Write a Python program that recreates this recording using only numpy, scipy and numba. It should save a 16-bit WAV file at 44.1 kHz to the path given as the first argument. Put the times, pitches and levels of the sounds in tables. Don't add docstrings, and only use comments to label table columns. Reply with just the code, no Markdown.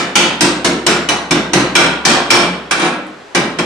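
import sys
import numpy as np
from scipy import signal
from scipy.fft import rfft, irfft, next_fast_len
from scipy.io import wavfile
from scipy.ndimage import uniform_filter1d, minimum_filter1d
from numba import njit

SR = 44100
rng = np.random.default_rng(int(sys.argv[2]) if len(sys.argv) > 2 else 0)


def persist_wave(psi):
    counts = np.round(np.clip(psi, -1, 1) * 32767).astype(np.int16)
    wavfile.write(sys.argv[1], SR, np.atleast_2d(counts).T)


N = 160965

# [t/s, strength level/dB, boom level/dB, middle against outer registers level/dB (half each way),
# steel ring level/dB, treble level/dB, accent f/Hz, accent level/dB, singing mode f/Hz, its level/dB]
BLOWS = [ (-.085, -1, -1.5, -1.5, 4, 0, 1740, 3.5, 1297, 14),
         (0.1544, 1.5, -2, 0.5, 5.5, 3, 2830, 5.5, 3100, -5),
         (0.4074, -0.5, 1.5, 1, -10, 3.5, 340, -0.5, 5700, 6),
         (0.6452, -4, 3, -0.5, -14, 0, 358, 2, 6370, 13), (0.8645, 0.5, -1, 0.5, 1, 0, 1400, 1, 3140, 6),
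         (1.0874, -4, -4.5, -1.5, -1, -2, 855, 5, 2958, 7.5),
         (1.3084, -4.5, 6, 4.5, 2.5, 1.5, 696, 0, 1297, 2),
         (1.5328, 0, 4, 2.5, -4, -0.5, 5470, 0.5, 1379, -2), (1.7523, 2.5, -1, 5, 4.5, 3, 2660, 3, 3200, 8),
         (2.0510, 6.5, -6, 0, -7, -2, 5900, 3.5, 6115, 2), (2.3035, 6, -5, 0, 2, 1, 1430, 0.5, 2345, 2),
         (2.7093, -6, -8, 2.5, 1, -0.5, 1400, 3, 9470, 11.5),
         (3.3481, -2, 0, 0.5, -8, -4, 170, 0.5, 2310, 9), (3.5858, -8, 3, 2.5, -9, -6, 170, 3, 3150, 3)]
# [f/Hz, relative level/dB, t60/s, left-right correlation/0-1,
# left minus right level/dB]
CLANG_BANDS = [(116, -45, 0.99, 1, 2), (170, -26.5, 1, 0.99, -0.5), (295, -24.5, 0.92, 0.92, 0.5),
               (480, -24.5, 0.8, 0.94, 0), (840, -23.5, 0.74, 0.67, 0), (1400, -21.5, 0.75, 0.51, 0),
               (2020, -22, 0.64, 0.18, -1.8), (3200, -21.5, 0.64, 0.02, -0.2),
               (4400, -21.5, 0.52, 0.35, -0.5), (5920, -20.5, 0.4, 0.25, 0), (7350, -25.5, 0.45, 0.16, 1.5),
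               (9400, -27.5, 0.41, 0.2, -5.5), (10340, -37, 0.33, 0.16, -6), (14700, -50, 0.37, 0, 3)]
# [f/Hz, relative level/dB]
BENCH_MODES = [(133, -26), (168, -24), (189, -28.5), (228, -26.5), (258, -22.5), (302, -17.5), (349, -14),
               (377, -27)]
STEEL_HZ = [832, 1297, 1379, 2305, 2345, 2385, 2578, 2958, 3120, 3176, 3748, 5406, 5556, 6115, 6210, 6836,
            8250, 9215, 9470]
STEEL_LEVELS = [-28.5, -38, -27, -20, -16, -24.5, -25.5, -21.5, -44, -31, -30, -26.5, -26, -26.5, -29.5,
                -30, -25, -30, -32]
# [f/Hz, relative level/dB, t60/s]
FRAME = (67.2, -39, 1.75)
# [f/Hz, relative level/dB, decay time constant/s]
THUMP = (44, -42, 0.057)
# [f/Hz, relative level/dB per Hz]
AIR_SPECTRUM = [(25, -11), (60, -31), (110, 0), (200, -17), (400, 7.5), (1000, 2), (2000, -1.5),
                (4000, -9.5), (8000, -19.5), (11000, -31), (16000, -58)]
# [t/s, f/Hz, level/dB]
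SHIFT = (2.5, 180, -19)
# [t/s, relative level/dB]
DRAG_PRESSURE = [(2.741, -11.5), (2.785, -5), (2.804, 1), (2.85, -4), (2.89, -15.5), (2.95, -22)]
# [f/Hz, relative level/dB]
JUDDER_MODES = [(190, -23), (258, -12), (312, -13.5)]
# [t/s, f/Hz, level/dB at the onset]
FLAKE = (3.066, 8600, -49)

BOOM_HZ, TREBLE_HZ = 464, 3530
ACCENT_OCTAVES, SING_OCTAVES = 0.45, 0.035
SAME_SPOT = 0.24
SPOT_RIPPLE_DB = 2.2
ATTACK_S, BOOM_RISE_S = 0.0036, 0.0023
CRACK_DB, CRACK_S = 12.5, 0.0087
RING_N = SR

GRIP_DETUNE, MODE_SCATTER_DB = 0.002, 1.8
MODE_DAMP_HZ = 9000
BENCH_DB, BENCH_T60_S, BENCH_BLUR, BENCH_BLUR_HZ = 2.5, 0.52, 1, 24
BENCH_LOW_HZ = 117
STEEL_DB, STEEL_T60_S, STEEL_BLUR, STEEL_BLUR_HZ = 1.5, 0.52, 1.6, 45

SLAG_DB, SLAG_PER_S, SLAG_FALL_S, SLAG_HZ = -32.5, 1000, 0.06, 6650
AIR_DB, AIR_LIKENESS = -38, 0.46
SHIFT_S = 0.035
DRAG_DB, DRAG_LOW_HZ, DRAG_TOP_HZ = -13, 147, 11100
SLIPS_PER_S, SLIP_SCATTER_DB = 170, 4
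FLAKE_DECAY_S = 0.022

DRIVE_DB, LIMIT_DB, LIMIT_RATIO, RELEASE_S, MAKEUP_DB = 0.5, -0.5, 2.73, 0.036, 0.5
TOP_HZ = 15650


def undb(db):
    return 10 ** (np.asarray(db) / 20)


def unit(x):
    return x / np.sqrt(np.mean(x ** 2))


def on_log(hz, points, values):
    return np.interp(np.log(np.maximum(hz, 1)), np.log(points), values)


def bell(hz, centre, octaves):
    return np.exp(-(np.log2(hz / centre) / octaves) ** 2)


def band(x, hz, octaves):
    f = np.maximum(np.fft.rfftfreq(x.shape[-1], 1 / SR), 1)
    return irfft(rfft(x) * bell(f, hz, octaves), x.shape[-1])


def high_pass(x, hz):
    return signal.sosfilt(signal.butter(4, hz, "high", fs=SR, output="sos"), x)


def decay(t, t60):
    return np.exp(-np.log(1000) * t / t60)


def stereo(pair, likeness):
    c = np.clip(likeness, 0, 1)
    middle = np.sqrt((1 + c) / 2) * pair[0]
    side = np.sqrt((1 - c) / 2) * pair[1]
    return middle + side * np.array([[1], [-1]])


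def add(out, x, start):
    i = int(round(start * SR))
    a, b = max(i, 0), min(i + x.shape[-1], N)
    out[:, a:b] += x[:, a - i:b - i]


def noise_bands(centres, size):
    f = np.fft.rfftfreq(size, 1 / SR)
    which = np.searchsorted(np.sqrt(centres[1:] * centres[:-1]), f)
    spectrum = rfft(rng.standard_normal((2, size))) * (f > centres[0] ** 2 / centres[1])
    return np.array([unit(irfft(spectrum * (which == k), size)) for k in range(len(centres))],
                    dtype=np.float32)


def ring(modes, t60, blur, blur_hz, likeness):
    t = np.arange(0, RING_N, dtype=np.float32) / SR
    knots = np.arange(0, 200) / blur_hz
    out = np.zeros((2, RING_N))
    for hz, db in modes:
        detune, size = rng.standard_normal(2)
        turn = np.float32(2 * np.pi * hz * (1 + GRIP_DETUNE * detune)) * t
        fade = decay(t, t60 / (1 + (hz / MODE_DAMP_HZ) ** 2))
        for ch in range(2):
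            scatter = rng.standard_normal(len(knots)) + 1j * rng.standard_normal(len(knots))
            phasor = np.exp(2j * np.pi * rng.random()) + blur * scatter / np.sqrt(2)
            phasor = undb(db + MODE_SCATTER_DB * size) * phasor
            in_phase = np.interp(t, knots, phasor.real) * np.cos(turn)
            quadrature = np.interp(t, knots, phasor.imag) * np.sin(turn)
            out[ch] += fade * (in_phase + quadrature)
    return stereo(out, likeness) / np.hypot(1, blur)


def workbench():
    t = np.arange(RING_N) / SR
    hz = np.geomspace(100, 15000, 50)
    table = np.array(CLANG_BANDS)
    db, t60, likeness, pan_db = (on_log(hz, table[:, 0], col) for col in table.T[1:])
    low = 1 / (1 + (hz / BOOM_HZ) ** 4)
    high = 1 / (1 + (TREBLE_HZ / hz) ** 4)
    rise = 1 - np.exp(-t / (ATTACK_S + BOOM_RISE_S * low[:, None]))
    crack = 1 + undb(CRACK_DB) * (hz / (hz + TREBLE_HZ))[:, None] * np.exp(-t / CRACK_S)
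    fade = (rise * crack * decay(t, t60[:, None])).astype(np.float32)[:, None]
    common = noise_bands(hz, size=RING_N)
    varied = noise_bands(hz, size=3 * RING_N)
    to_mics = np.array([stereo(np.eye(2), c) * undb(np.array([[p], [-p]]) / 2)
                        for c, p in zip(likeness, pan_db)])

    def respond(boom_db, middle_db, ring_db, treble_db, accent_hz, accent_db, sing_hz, sing_db):
        def accent(f):
            return accent_db * bell(f, accent_hz, ACCENT_OCTAVES)

        def steel_level(f, level):
            return level + sing_db * bell(f, sing_hz, SING_OCTAVES) + (treble_db if f > TREBLE_HZ else ring_db)

        i = rng.integers(varied.shape[-1] - RING_N)
        own = varied[..., i:i + RING_N]
        bands = fade * (SAME_SPOT ** .5 * common + (1 - SAME_SPOT) ** .5 * own)
        ripple = SPOT_RIPPLE_DB * (1 - low) * np.diff(rng.standard_normal(len(hz) + 1)) / np.sqrt(2)
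        registers = low * boom_db + (0.5 - low - high) * middle_db + high * treble_db
        gain = undb(db + registers + accent(hz) + ripple)
        weights = (gain[:, None, None] * to_mics).astype(np.float32)
        clang = np.tensordot(weights, bands, ([0, 2], [0, 1]))

        bench = [(f, level + accent(f)) for f, level in BENCH_MODES]
        boom = ring(bench, BENCH_T60_S, BENCH_BLUR, BENCH_BLUR_HZ, likeness=1.0)
        boom = high_pass(boom * (1 - np.exp(-t / BOOM_RISE_S)), BENCH_LOW_HZ)

        modes = [(f, steel_level(f, level)) for f, level in zip(STEEL_HZ, STEEL_LEVELS)]
        steel = ring(modes, STEEL_T60_S, STEEL_BLUR, STEEL_BLUR_HZ, likeness=0.26)
        steel = steel * (rise * crack)[-1]
        return clang + undb(BENCH_DB + boom_db) * boom + undb(STEEL_DB) * steel
    return respond


def slag():
    t = np.arange(RING_N) / SR
    hits = rng.random((2, RING_N)) < SLAG_PER_S / SR
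    clicks = hits * rng.standard_normal((2, RING_N))
    crackle = stereo(unit(band(clicks, SLAG_HZ, octaves=0.67)), likeness=0.27)
    return undb(SLAG_DB) * crackle * np.exp(-t / SLAG_FALL_S)


def hammer(respond):
    out = np.zeros((2, N))
    t = np.arange(N) / SR
    frame_hz, frame_db, frame_t60 = FRAME
    thump_hz, thump_db, thump_s = THUMP
    rumble = unit(band(rng.standard_normal(N), thump_hz, octaves=1))
    onset = 1 - np.exp(-t / BOOM_RISE_S)
    for start, db, boom_db, *colour in BLOWS:
        add(out, undb(db) * (respond(boom_db, *colour) + slag()), start)
        sway = np.sin(2 * np.pi * frame_hz * (t + start)) * decay(t, frame_t60)
        sway = undb(frame_db + boom_db) * sway
        thump = undb(thump_db) * np.roll(rumble, rng.integers(N)) * np.exp(-t / thump_s)
        add(out, undb(db) * ((sway + thump) * onset)[None], start)
    return out


def air():
    size = next_fast_len(N)
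    colour = undb(on_log(np.fft.rfftfreq(size, 1 / SR), *np.array(AIR_SPECTRUM).T))
    noise = irfft(rfft(rng.standard_normal((2, size))) * colour, size)[:, :N]
    return undb(AIR_DB) * stereo(unit(noise), AIR_LIKENESS)


def plate_shift():
    t = np.arange(N) / SR
    when, hz, db = SHIFT
    groan = undb(db) * np.sin(2 * np.pi * hz * t) / np.cosh((t - when) / SHIFT_S)
    return np.array([groan, groan])


def drag(respond):
    when, db = np.array(DRAG_PRESSURE).T
    gaps, sizes = rng.standard_normal((400, 2)).T
    times = when[0] + np.cumsum(np.exp(gaps / 2)) / SLIPS_PER_S
    level_db = np.interp(times, when, db) + SLIP_SCATTER_DB * np.clip(sizes, -1, 1)
    knocks = undb(level_db) * rng.choice([-1, 1], len(times))
    inside = times < when[-1]
    push = np.zeros(N)
    np.add.at(push, (times[inside] * SR).astype(int), knocks[inside])
    push = signal.sosfilt(signal.butter(2, DRAG_TOP_HZ, fs=SR, output="sos"), push)
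    body = respond(boom_db=-1, middle_db=3, ring_db=-4, treble_db=-8.5,
                   accent_hz=1330, accent_db=-2, sing_hz=9470, sing_db=17)
    body = body + ring(JUDDER_MODES, t60=0.68, blur=0.99, blur_hz=24.6, likeness=1.0)
    scrape = signal.fftconvolve(push[None], body, axes=1)[:, :N]
    return undb(DRAG_DB) * high_pass(scrape, DRAG_LOW_HZ)


def flake():
    t = np.arange(RING_N) / SR
    when, hz, db = FLAKE
    noise = unit(band(rng.standard_normal((2, RING_N)), hz, octaves=0.32))
    out = np.zeros((2, N))
    add(out, undb(db) * noise * np.exp(-t / FLAKE_DECAY_S), when)
    return out


def scene():
    respond = workbench()
    return hammer(respond) + air() + plate_shift() + drag(respond) + flake()


@njit
def follow(x, release):
    out, e = np.empty(len(x)), 0.
    for i in range(len(x)):
        e = max(x[i], e * release)
        out[i] = e
    return out


def record(dry):
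    x = dry * undb(DRIVE_DB)
    peak = follow(np.abs(x).max(axis=0), np.exp(-1 / (RELEASE_S * SR)))
    gain = np.minimum(1, undb(LIMIT_DB) / (peak + 1e-9)) ** (1 - 1 / LIMIT_RATIO)
    gain = uniform_filter1d(minimum_filter1d(gain, size=60), size=60)
    loud = np.clip(x * gain * undb(MAKEUP_DB), -1, 1)
    return signal.sosfilt(signal.ellip(8, .2, 70, TOP_HZ, fs=SR, output="sos"), loud)


dry = scene()
out = record(dry)
persist_wave(out)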